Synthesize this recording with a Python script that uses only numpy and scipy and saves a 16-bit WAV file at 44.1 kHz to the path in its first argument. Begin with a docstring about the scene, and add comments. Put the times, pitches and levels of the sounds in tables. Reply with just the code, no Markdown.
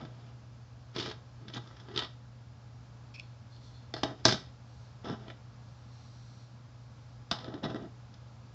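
"""A small room with a humming appliance. Small steel scissors are dragged off a table, snip a strand of
yarn and are dropped back; a crochet hook is picked up and laid down. Table contacts ring bright treble
resonances and the top's boom and knock: taps as a few quick clicks, slides as random bumps.
The blades crunch through the fibres and click shut; wool and sleeve brush with a soft hiss."""
import sys
import numpy as np
from scipy import signal
from scipy.fft import rfft, irfft, next_fast_len
from scipy.io import wavfile

SR = 44100
rng = np.random.default_rng(int(sys.argv[2]) if len(sys.argv) > 2 else 0)


def materialize(psi):
    """Save the field psi as 16-bit PCM at rate SR to the path in sys.argv[1].

    A 1-D psi becomes a single channel; in a 2-D psi each row is a channel.
    """
    bounded = np.clip(np.atleast_2d(psi).T, -1, 1)
    quanta = np.round(bounded * 32767).astype(np.int16)
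    wavfile.write(sys.argv[1], SR, quanta)


N = 376613


def from_db(db):
    """Gain of a level in dB."""
    return 10 ** (np.asarray(db) / 20)


def rms_one(x):
    """Scale to rms 1."""
    return x / np.sqrt(np.mean(x ** 2) + 1e-20)


def butter(x, order, hz, kind):
    """Butterworth filter."""
    return signal.sosfilt(signal.butter(order, hz, kind, fs=SR, output="sos"), x)


def drift(rate_hz):
    """Slow random wander, rms 1."""
    step = 40
    r = np.exp(-2 * np.pi * rate_hz * step / SR)
    slow = signal.lfilter([1], [1, -2 * r, r * r], rng.standard_normal(N // step + 2002))[2000:]
    return np.interp(np.arange(N) / step, np.arange(len(slow)), rms_one(slow))


def strokes(start_s, hold_s, level_db, rise_db_per_s, fall_db_per_s):
    """Gain of movements that swell, hold and fade."""
    t, top_db = np.arange(0, N, 32) / SR, -200
    for start, hold, db in zip(start_s, hold_s, level_db):
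        rise_db = rise_db_per_s * np.maximum(start - t, 0)
        fall_db = fall_db_per_s * np.maximum(t - start - hold, 0)
        top_db = np.maximum(top_db, db - rise_db - fall_db)
    return np.interp(np.arange(N) / SR, t, from_db(top_db))


def decay(clicks, t60_s):
    """Exponential tail after each click."""
    return signal.lfilter([1], [1, -from_db(-60 / (t60_s * SR))], clicks + 1e-18)


def ring(clicks, hz, t60_s):
    """One mode: a unit click starts a decaying sine of height 1."""
    r, w = from_db(-60 / (t60_s * SR)), 2 * np.pi * hz / SR
    return signal.lfilter([0, np.sin(w)], [1, -2 * r * np.cos(w), r * r], clicks + 1e-18)


def near(centre_hz, db_per_oct, second_hz=None, second_db=0.):
    """Mode weighting in dB: falls away from the one or two rings a contact favours."""
    def away(hz, centre):
        return -db_per_oct * np.abs(np.log2(hz / centre))
    if second_hz is None:
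        return lambda hz: away(hz, centre_hz)
    return lambda hz: np.maximum(away(hz, centre_hz), second_db + away(hz, second_hz))


def struck(modes, t_s, peak_db, favour, spread_db, span_s=0., contacts=1, swell_t60_s=None):
    """Blows of quick, weakening contacts; each hits every mode with its own strength and sign."""
    late = np.sort(rng.random((len(t_s), contacts)), axis=1)
    late_s = (late - late[:, :1]) * np.reshape(span_s, (-1, 1))
    at = np.round((np.reshape(t_s, (-1, 1)) + late_s) * SR).astype(int)
    rebound_db = -3.5 * np.arange(contacts)
    luck = rng.standard_normal((len(t_s), len(modes), 2, contacts))
    out = np.zeros(N)
    for k, (hz, level_db, t60_s) in enumerate(modes):
        blow_db = np.reshape(peak_db + level_db + favour(hz), (-1, 1)) + rebound_db
        drive = np.zeros(N)
        np.add.at(drive, at, from_db(blow_db + spread_db * luck[:, k, 0]) * np.sign(luck[:, k, 1]))
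        if swell_t60_s:   # a burst at the mode's pitch: the ring swells before it dies
            drive = ring(drive, hz, swell_t60_s) * 2 * np.log(1000) / (swell_t60_s * SR)
        out += ring(drive, hz, t60_s)
    return out


# Spot touched by each handling: from t/s, scratch f/Hz, second treble ring f/Hz, its level/dB,
# treble fall-off/(dB/oct), boom centre f/Hz, knock centre f/Hz, chatter level/dB, lead-in level/dB
SPOTS = [(0.0, 3140, 5000, -6, 15, 198, 670, -1, -22), (0.9, 3600, 5000, -7, 16, 384, 1210, -1, -12),
         (1.3, 3530, 5000, -5, 40, 250, 1200, -0.5, -3), (1.52, 3500, 6600, -8.5, 27, 254, 990, -4.5, -1),
         (1.6, 3530, 5400, -2, 23, 252, 1180, -4, -6), (1.85, 3540, 4500, -5, 37, 384, 1100, -3.5, -18),
         (3.5, 4400, 3500, -4, 40, 320, 780, -1.5, -25), (4.02, 3440, 5000, -4.5, 25, 320, 687, 0.5, -24),
         (4.24, 4900, 3700, -3, 17.5, 278, 644, -1, -12), (4.275, 4900, 3800, -2.5, 24, 201, 1405, 0, -25),
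         (4.301, 3900, 5000, -9, 25, 283, 608, -2, -13), (4.32, 4870, 3800, 0.5, 13, 218, 640, -6.5, -21),
         (4.348, 3780, 5000, -16, 30, 180, 1110, -4, -20), (5.0, 3340, 5300, -4.5, 37, 230, 745, -2.5, -7),
         (5.249, 3260, 2380, -2, 26.5, 201, 647, -4.5, -14), (5.29, 3400, 2380, 0, 25, 294, 645, -2, -15),
         (7.3, 3610, 5000, -1.5, 45, 203, 810, -1.5, -17),
         (7.43, 3570, 5200, -7.5, 42, 277, 604, -1.5, -17), (7.599, 3600, 5200, -7, 45, 252, 652, 1, -2),
         (7.69, 3500, 5200, -7, 41, 267, 640, 4, -10), (8.1, 5560, 3600, -1, 20, 201.6, 830, 2, -20)]


def spot(t_s):
    """Row of SPOTS in use at each time."""
    return np.maximum(np.searchsorted(np.array(SPOTS)[:, 0], t_s, "right") - 1, 0)


def rubbed(modes, gain, bumps_per_s, uneven_db, favour=None):
    """Random, uneven surface bumps ring the modes, most those the spot favours."""
    sizes = from_db(uneven_db * np.minimum(rng.exponential(1, N), 3)) * rng.choice([-1, 1], N)
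    bumps = gain * rms_one(sizes * (rng.random(N) < bumps_per_s / SR))
    # a steadily fed mode builds up with the root of its ring time
    build_up = np.sqrt(sum(from_db(2 * db) * t60_s for _, db, t60_s in modes) * SR / (4 * np.log(1000)))
    out, rows = np.zeros(N), spot(np.arange(N) / SR)
    for k, (hz, level_db, t60_s) in enumerate(modes):
        weight = 1 if favour is None else from_db(favour(hz))[rows]
        out += (-1) ** k * from_db(level_db) * ring(bumps * weight, hz, t60_s)
    return out / build_up


# Room noise spectrum: f/Hz, relative density/dB
AIR_SPECTRUM = [(25, -25.5), (40, -13.5), (60, 1.5), (95, 2), (135, 0.5), (165, -7.5), (225, -5),
                (290, -11.5), (373, -19.5), (500, -14.5), (850, -17), (1300, -18.5), (1800, -26),
                (2300, -27), (3200, -28.5), (5000, -27.5), (7300, -35.5), (8000, -53), (9000, -71)]


def room_tone(level_db=-55):
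    """Steady coloured noise of air and microphone."""
    size = next_fast_len(N)
    bin_hz = np.maximum(np.fft.rfftfreq(size, 1 / SR), 1)
    hz, db = np.transpose(AIR_SPECTRUM)
    colour = from_db(np.interp(np.log(bin_hz), np.log(hz), db))
    air = irfft(rfft(rng.standard_normal(size)) * colour, size)[:N]
    return from_db(level_db + 0.45 * drift(rate_hz=0.94)) * rms_one(air)


# Motor lines: f/Hz, rms level/dB
HUM_LINES = [(120, -52), (835, -78), (1663, -81.5)]


def appliance_hum():
    """A motor's steady lines, each wavering slightly in level."""
    t = np.arange(N) / SR
    return sum(np.sqrt(2) * from_db(db + 0.24 * drift(rate_hz=3.4)) * np.sin(2 * np.pi * hz * t)
               for hz, db in HUM_LINES)


def reflections(x, t60_s=0.28, level_db=-8.5, gap_s=0.00042):
    """Dense room reflections: a noise tail dying away after a short gap."""
    t = np.arange(SR // 2) / SR
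    tail = rng.standard_normal(len(t)) * from_db(-60 * t / t60_s) * (t > gap_s)
    return from_db(level_db) * signal.fftconvolve(x, tail / np.linalg.norm(tail))[:N]


# Wool and sleeve movements: t/s, hold/s, level/dB
BRUSH_STROKES = [(3.52, .05, -72), (3.637, 0.033, -66), (4.69, 0.17, -72), (5.633, .27, -75),
                 (5.929, 0.5, -68), (6.806, 0.31, -76)]
# Fibre hiss bands: f/Hz, width/Hz, relative level/dB
BRUSH_BANDS = [(3780, 600, -6), (4240, 740, 7), (5700, 400, 5)]


def brushing():
    """Soft fibres give a smooth hiss in a few wide bands."""
    hiss = sum(from_db(db) * signal.lfilter(*signal.iirpeak(hz, hz / width_hz, SR), rng.standard_normal(N))
               for hz, width_hz, db in BRUSH_BANDS)
    return strokes(*np.transpose(BRUSH_STROKES), rise_db_per_s=254, fall_db_per_s=93) * rms_one(hiss)


# Bright treble resonances heard in every table contact: f/Hz, level/dB, t60/s
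TREBLE_MODES = [(2380, 0.5, 0.0096), (2654, -16.5, 0.0046), (3090, 6, 0.0051), (3185, -14.5, 0.058),
                (3423, 0.5, 0.0075), (3590, -1, 0.016), (3733, -3.5, 0.017), (3936, -3, 0.013),
                (4200, -2.5, 0.0036), (4140, -6.5, .02), (4420, -0.5, 0.0098), (4480, -2, 0.0061),
                (4830, 3.5, 0.0068), (5294, -3, 0.012), (5090, -5, 0.0054), (5540, 0, 0.0082),
                (5980, -3.5, 0.013), (6230, -5.5, 0.0084), (6630, -4.5, 0.0078), (7270, -16, 0.0039)]
# Table top modes, low boom and higher knock: f/Hz, level/dB, t60/s
BOOM_MODES = [(86, -7, .15), (126, 4, 0.15), (157.4, -1, 0.099), (215.5, -0.5, 0.074), (260, -3, 0.055),
              (301.6, 2, 0.06), (340.3, 0.5, 0.079), (374, 3, 0.062), (433, -1, 0.07)]
KNOCK_MODES = [(485, -0.5, 0.025), (641.4, -4.5, 0.051), (741, -1.5, 0.031), (836, -1, 0.019),
               (1011, -4, 0.024), (1195, -3, 0.028), (1321, -2.5, 0.035), (1538, -3, 0.023),
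               (1663, -1.5, 0.019), (1940, -3.5, 0.026)]
# Tool touching table: t/s, treble level/dB, boom level/dB, knock level/dB, span/s, favoured treble f/Hz
TAPS = [(0.0503, -54.5, -48.5, -53.5, 0.0051, 3200), (0.9621, -39.5, -38.5, -45.5, 0.005, 4200),
        (0.9836, -34, -38.5, -54, 0.0081, 3240), (0.998, -36, -41, -43.5, .006, 4860),
        (1.008, -43, -57, -58, 0.0064, 4200), (1.027, -40, -62, -65, 0.006, 3900),
        (1.046, -58, -44, -67, .004, 3600), (1.0594, -40.5, -66, -46, 0.0031, 4500),
        (1.077, -56, -41, -57, 0.004, 3600), (1.087, -48, -65, -57, 0.0038, 4500),
        (1.098, -47, -65, -58, .004, 3300), (1.1124, -42.5, -64, -45.5, 0.0056, 3680),
        (1.482, -42, -59, -55, 0.0055, 3500), (1.4997, -51, -58, -55, 0.006, 3500),
        (1.537, -40.5, -53, -69, .005, 3460), (1.546, -43, -54.5, -58, 0.004, 6480),
        (1.561, -43.5, -42.5, -47, 0.0054, 3300), (1.568, -41, -46, -49, 0.0054, 3600),
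        (1.576, -45.5, -46.5, -46.5, 0.0052, 3400), (1.6743, -55, -63, -63, 0.0088, 3600),
        (1.709, -63, -57.5, -59, 0.0051, 3400), (1.767, -58.5, -67, -58.5, 0.0045, 3530),
        (1.799, -56, -66, -60.5, 0.0057, 3530), (1.885, -53, -47.5, -53.5, 0.0068, 3300),
        (1.9123, -54, -67, -54.5, 0.0059, 3300), (1.9609, -31.5, -39.5, -45.5, 0.0022, 3530),
        (1.967, -45, -50.5, -57, .003, 4400), (1.974, -47, -48, -51, 0.0015, 3400),
        (1.9752, -25.5, -40.5, -48, 0.0046, 3550), (1.991, -24.5, -56.5, -58, 0.0017, 3470),
        (1.996, -33, -62, -51, 0.0075, 3570), (2.022, -36.5, -45, -44, 0.0089, 3260),
        (2.0335, -37.5, -60, -61, 0.0063, 3560), (2.047, -38, -61, -64, 0.0035, 3320),
        (3.5619, -57, -63, -72, 0.0045, 4517), (3.939, -33.5, -43, -41, 0.0018, 4430),
        (3.964, -42, -48.5, -44.5, 0.0025, 4300), (3.98, -53, -56, -52, 0.0015, 4200),
        (3.987, -53, -56, -56, 0.0039, 4260), (4.033, -26.5, -31, -28, 0.0033, 3610),
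        (4.2527, -11.5, -23, -20, 0.0036, 4860), (4.263, -39, -40, -37, 0.0043, 4100),
        (4.282, -21.5, -31, -37, 0.0028, 5130), (4.287, -33, -37, -33.5, 0.0049, 4200),
        (4.295, -34, -40, -42.5, 0.0047, 3850), (4.3101, -30, -36, -48, 0.0049, 3800),
        (4.3236, -28.5, -36, -32.5, 0.0025, 4900), (4.3315, -36, -42, -56, 0.0051, 4480),
        (4.342, -48, -40, -40, .005, 3850), (4.376, -45, -49, -55, .005, 3800),
        (5.0454, -51.5, -44.5, -60, 0.0068, 3305), (5.054, -48, -51, -47.5, 0.0074, 3300),
        (5.071, -52, -45, -57.5, 0.0043, 3280), (5.086, -48, -48, -53.5, 0.0052, 3440),
        (5.0969, -45, -34, -47, 0.0053, 3250), (5.126, -58, -47.5, -54.5, .005, 3300),
        (5.2814, -49, -51.5, -52, 0.0035, 3200), (5.3004, -47, -53, -50, .004, 2700),
        (7.3125, -24, -37, -36, 0.0024, 3800), (7.316, -35.5, -43, -36, 0.0051, 3600),
        (7.3244, -38, -58, -43, 0.0053, 3550), (7.337, -48, -56, -48, 0.0045, 3600),
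        (7.3876, -47.5, -65, -51, 0.0035, 3730), (7.399, -61, -65, -64, 0.0026, 3600),
        (7.404, -54, -58, -62, .003, 3600), (7.443, -46.5, -54.5, -50, 0.0046, 4200),
        (7.4808, -51, -41, -54, 0.0045, 3520), (7.54, -47.5, -39, -52, 0.0057, 3520),
        (7.633, -44, -36, -51, 0.0069, 3650), (7.64, -37.5, -34, -46, .01, 3670),
        (7.65, -39, -40, -45, 0.0087, 3750), (7.66, -53, -45, -47, 0.0072, 3750),
        (7.7, -50.5, -42.5, -51, 0.0084, 3400), (7.7451, -46.5, -39.5, -47.5, 0.0048, 4130),
        (7.758, -50, -42, -51.5, 0.0099, 3400), (7.8207, -71, -44, -72, 0.0037, 3510),
        (8.14, -56.5, -66, -70.5, 0.0072, 5520)]


def taps():
    """Each touch rings the treble resonances and the table top."""
    t_s, treble_db, boom_db, knock_db, span_s, treble_hz = np.transpose(TAPS)
    _, _, second_hz, second_db, db_per_oct, boom_hz, knock_hz, _, _ = np.transpose(SPOTS)[:, spot(t_s)]
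    treble = struck(TREBLE_MODES, t_s, treble_db, near(treble_hz, db_per_oct, second_hz, second_db),
                    spread_db=2.0, span_s=span_s, contacts=4, swell_t60_s=0.004)
    knock = struck(KNOCK_MODES, t_s, knock_db, near(knock_hz, db_per_oct=0),
                   spread_db=-0.5, span_s=span_s, contacts=3, swell_t60_s=0.0018)
    boom = struck(BOOM_MODES, t_s, boom_db, near(boom_hz, db_per_oct=7.5), spread_db=-0.05)
    return treble + knock + boom


# Tools and hands sliding on the table: t/s, hold/s, treble level/dB, boom level/dB, knock level/dB
SLIDES = [(0.0, 0.023, -54.5, -36, -45), (0.066, 0.23, -67, -52, -60), (0.953, 0.12, -45, -40, -45),
          (1.402, 0.087, -70, -45.5, -66), (1.537, 0.018, -51, -42, -50.5), (1.62, 0.3, -64, -53.5, -61),
          (1.897, 0.095, -60, -43.5, -56), (1.945, 0.0078, -47.5, -43, -47.5),
          (1.977, 0.054, -49, -55, -41.5), (3.96, 0.08, -53.5, -65, -56), (4.046, 0.064, -57, -42, -42),
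          (4.185, .02, -61, -52, -57), (4.288, 0.06, -43, -35, -53), (4.394, 0.08, -59, -56, -61),
          (5.047, .03, -55.5, -36, -40.5), (5.077, 0.052, -50, -31, -40), (5.193, 0.086, -62.5, -46, -54),
          (5.299, 0.0056, -65, -55, -53), (7.348, 0.13, -54.5, -46.5, -48), (7.474, 0.11, -60, -40.5, -46),
          (7.585, .01, -65, -48, -54), (7.629, 0.017, -58, -29.5, -37.5), (7.685, 0.16, -61, -35.5, -47),
          (7.688, 0.021, -50, -38, -39.5)]
# Chatter after a tap, rows treble, boom, knock: level re tap/dB, t60/s
CHATTER = [(1.5, 0.046), (3, 0.05), (-1, 0.097)]


def friction(lead_in_t60_s=0.019):
    """Treble, boom and knock gains: slides, a brief swell of noise into each tap, chatter after it."""
    t_s, *tap_levels_db, _, _ = np.transpose(TAPS)
    start_s, hold_s, *slide_levels_db = np.transpose(SLIDES)
    *_, chatter_db, lead_in_db = np.transpose(SPOTS)[:, spot(t_s)]
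    at = np.round(t_s * SR).astype(int)
    gains = []
    for tap_db, slide_db, (offset_db, t60_s) in zip(tap_levels_db, slide_levels_db, CHATTER):
        after, before = np.zeros((2, N))
        after[at] = from_db(tap_db + offset_db + chatter_db)
        before[at] = from_db(tap_db + lead_in_db)
        chatter = decay(after, t60_s)
        lead_in = decay(before[::-1], lead_in_t60_s)[::-1]
        sliding = strokes(start_s, hold_s, slide_db, rise_db_per_s=1199, fall_db_per_s=349)
        gains.append(chatter + lead_in + sliding)
    return gains


def dragging():
    """Dragging gives a fine bright scratch and rumbles the table coarsely."""
    treble, boom, knock = friction()
    _, scratch_hz, second_hz, second_db, db_per_oct, boom_hz, knock_hz, _, _ = np.transpose(SPOTS)
    scratch = near(scratch_hz, 0.59 * db_per_oct, second_hz, second_db)   # broader than a tap
    return (rubbed(TREBLE_MODES, treble, bumps_per_s=1500, uneven_db=2.0, favour=scratch)
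            + rubbed(BOOM_MODES, boom, bumps_per_s=900, uneven_db=1.0, favour=near(boom_hz, 13.5))
            + rubbed(KNOCK_MODES, knock, bumps_per_s=1500, uneven_db=0.6, favour=near(knock_hz, 8.0)))


# Onsets of the hardest blows: t/s, level/dB, favoured f/Hz
CRACKS = [(0.999, -39, 4900), (1.9608, -37, 3500), (1.9762, -22, 3500), (1.991, -29, 3800),
          (3.9391, -32.5, 4500), (4.033, -24.5, 3860), (4.2535, -13, 4800), (4.282, -19, 5100),
          (4.3236, -22, 5000), (5.2813, -46, 3400), (5.3007, -49, 3420), (7.3125, -20, 3900),
          (7.444, -40, 3800), (7.746, -43, 4300)]
# Modes of a crack: f/Hz, level/dB, t60/s
CRACK_MODES = [(3550, 1, .006), (4350, -6.5, .004), (5080, -2, .005), (7300, -11, 0.0032),
               (7700, -14.5, 0.0021)]


def cracks():
    """The first instant of a hard blow: one bare contact."""
    t_s, peak_db, bright_hz = np.transpose(CRACKS)
    return struck(CRACK_MODES, t_s, peak_db, near(bright_hz, db_per_oct=11.0), spread_db=0.6)


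# Modes of blades and pivot: f/Hz, level/dB, t60/s
BLADE_MODES = [(2300, -4, .009), (2480, 0, .014), (2680, -3, .009), (3350, -5, .008), (4450, -5, .007),
               (5300, -3, .007), (6300, -12, .004), (7300, -13, .004)]
PIVOT_MODES = [(3440, -1, .016), (4300, 1, .022)]
# Blades shearing the strand: t/s, low-mode level/dB, high-mode level/dB
SHEAR_CURVE = [(3.139, -64, -66), (3.141, -49, -55), (3.157, -47, -54), (3.166, -55, -66), (3.18, -53, -67),
               (3.193, -57, -68), (3.205, -62, -64), (3.215, -66, -68)]
# Pivot rubbing as the scissors are carried: t/s, hold/s, level/dB
PIVOT_STROKES = [(3.217, .02, -68), (3.522, 0.029, -67.5), (3.635, 0.046, -66), (3.752, 0.029, -66.5)]


def snip(shut_s=3.1968, shut_db=-35):
    """The edges crunch through the fibres, the blades click shut, the pivot rubs."""
    t = np.arange(N) / SR
    t_s, *levels_db = np.transpose(SHEAR_CURVE)
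    low, high = (from_db(np.interp(t, t_s, db, left=-200, right=-200)) for db in levels_db)
    shear = rubbed(BLADE_MODES[:3], low, bumps_per_s=900, uneven_db=3.0)
    shear += rubbed(BLADE_MODES[3:], high, bumps_per_s=3000, uneven_db=2.0)
    click = struck(BLADE_MODES, [shut_s], shut_db, near(2500, db_per_oct=3),
                   spread_db=1.0, span_s=0.002, contacts=2)
    carried = strokes(*np.transpose(PIVOT_STROKES), rise_db_per_s=548, fall_db_per_s=156)
    pivot = rubbed(PIVOT_MODES, carried, bumps_per_s=5400, uneven_db=-5.0)
    return shear + click + pivot


def scene():
    """Close contacts and the cut, their reflections, brushing and the room's background."""
    table = butter(taps() + dragging(), 2, 60.1, "high")   # a small top radiates no deep bass
    table = butter(table, 4, 6800, "low")   # contact softness limits the treble
    blades = butter(snip(), 3, [1900, 7000], "band")   # thin blades radiate no bass
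    table += cracks()
    room = reflections(table + from_db(-3.5) * blades)   # the cut is nearest the microphone, so drier
    return (table + blades + room + brushing() + room_tone() + appliance_hum())[None]


def record(dry, ceiling=0.55, cutoff_hz=8500):
    """A small microphone drops the deep bass and rounds peaks; steep treble cut, faint hiss."""
    mic = butter(dry, 3, 45.5, "high")
    mic = ceiling * np.tanh(mic / ceiling)
    mic = signal.sosfilt(signal.cheby2(20, 70, cutoff_hz, fs=SR, output="sos"), mic)
    return mic + from_db(-99) * rng.standard_normal(dry.shape)


dry = scene()
out = record(dry)
materialize(out)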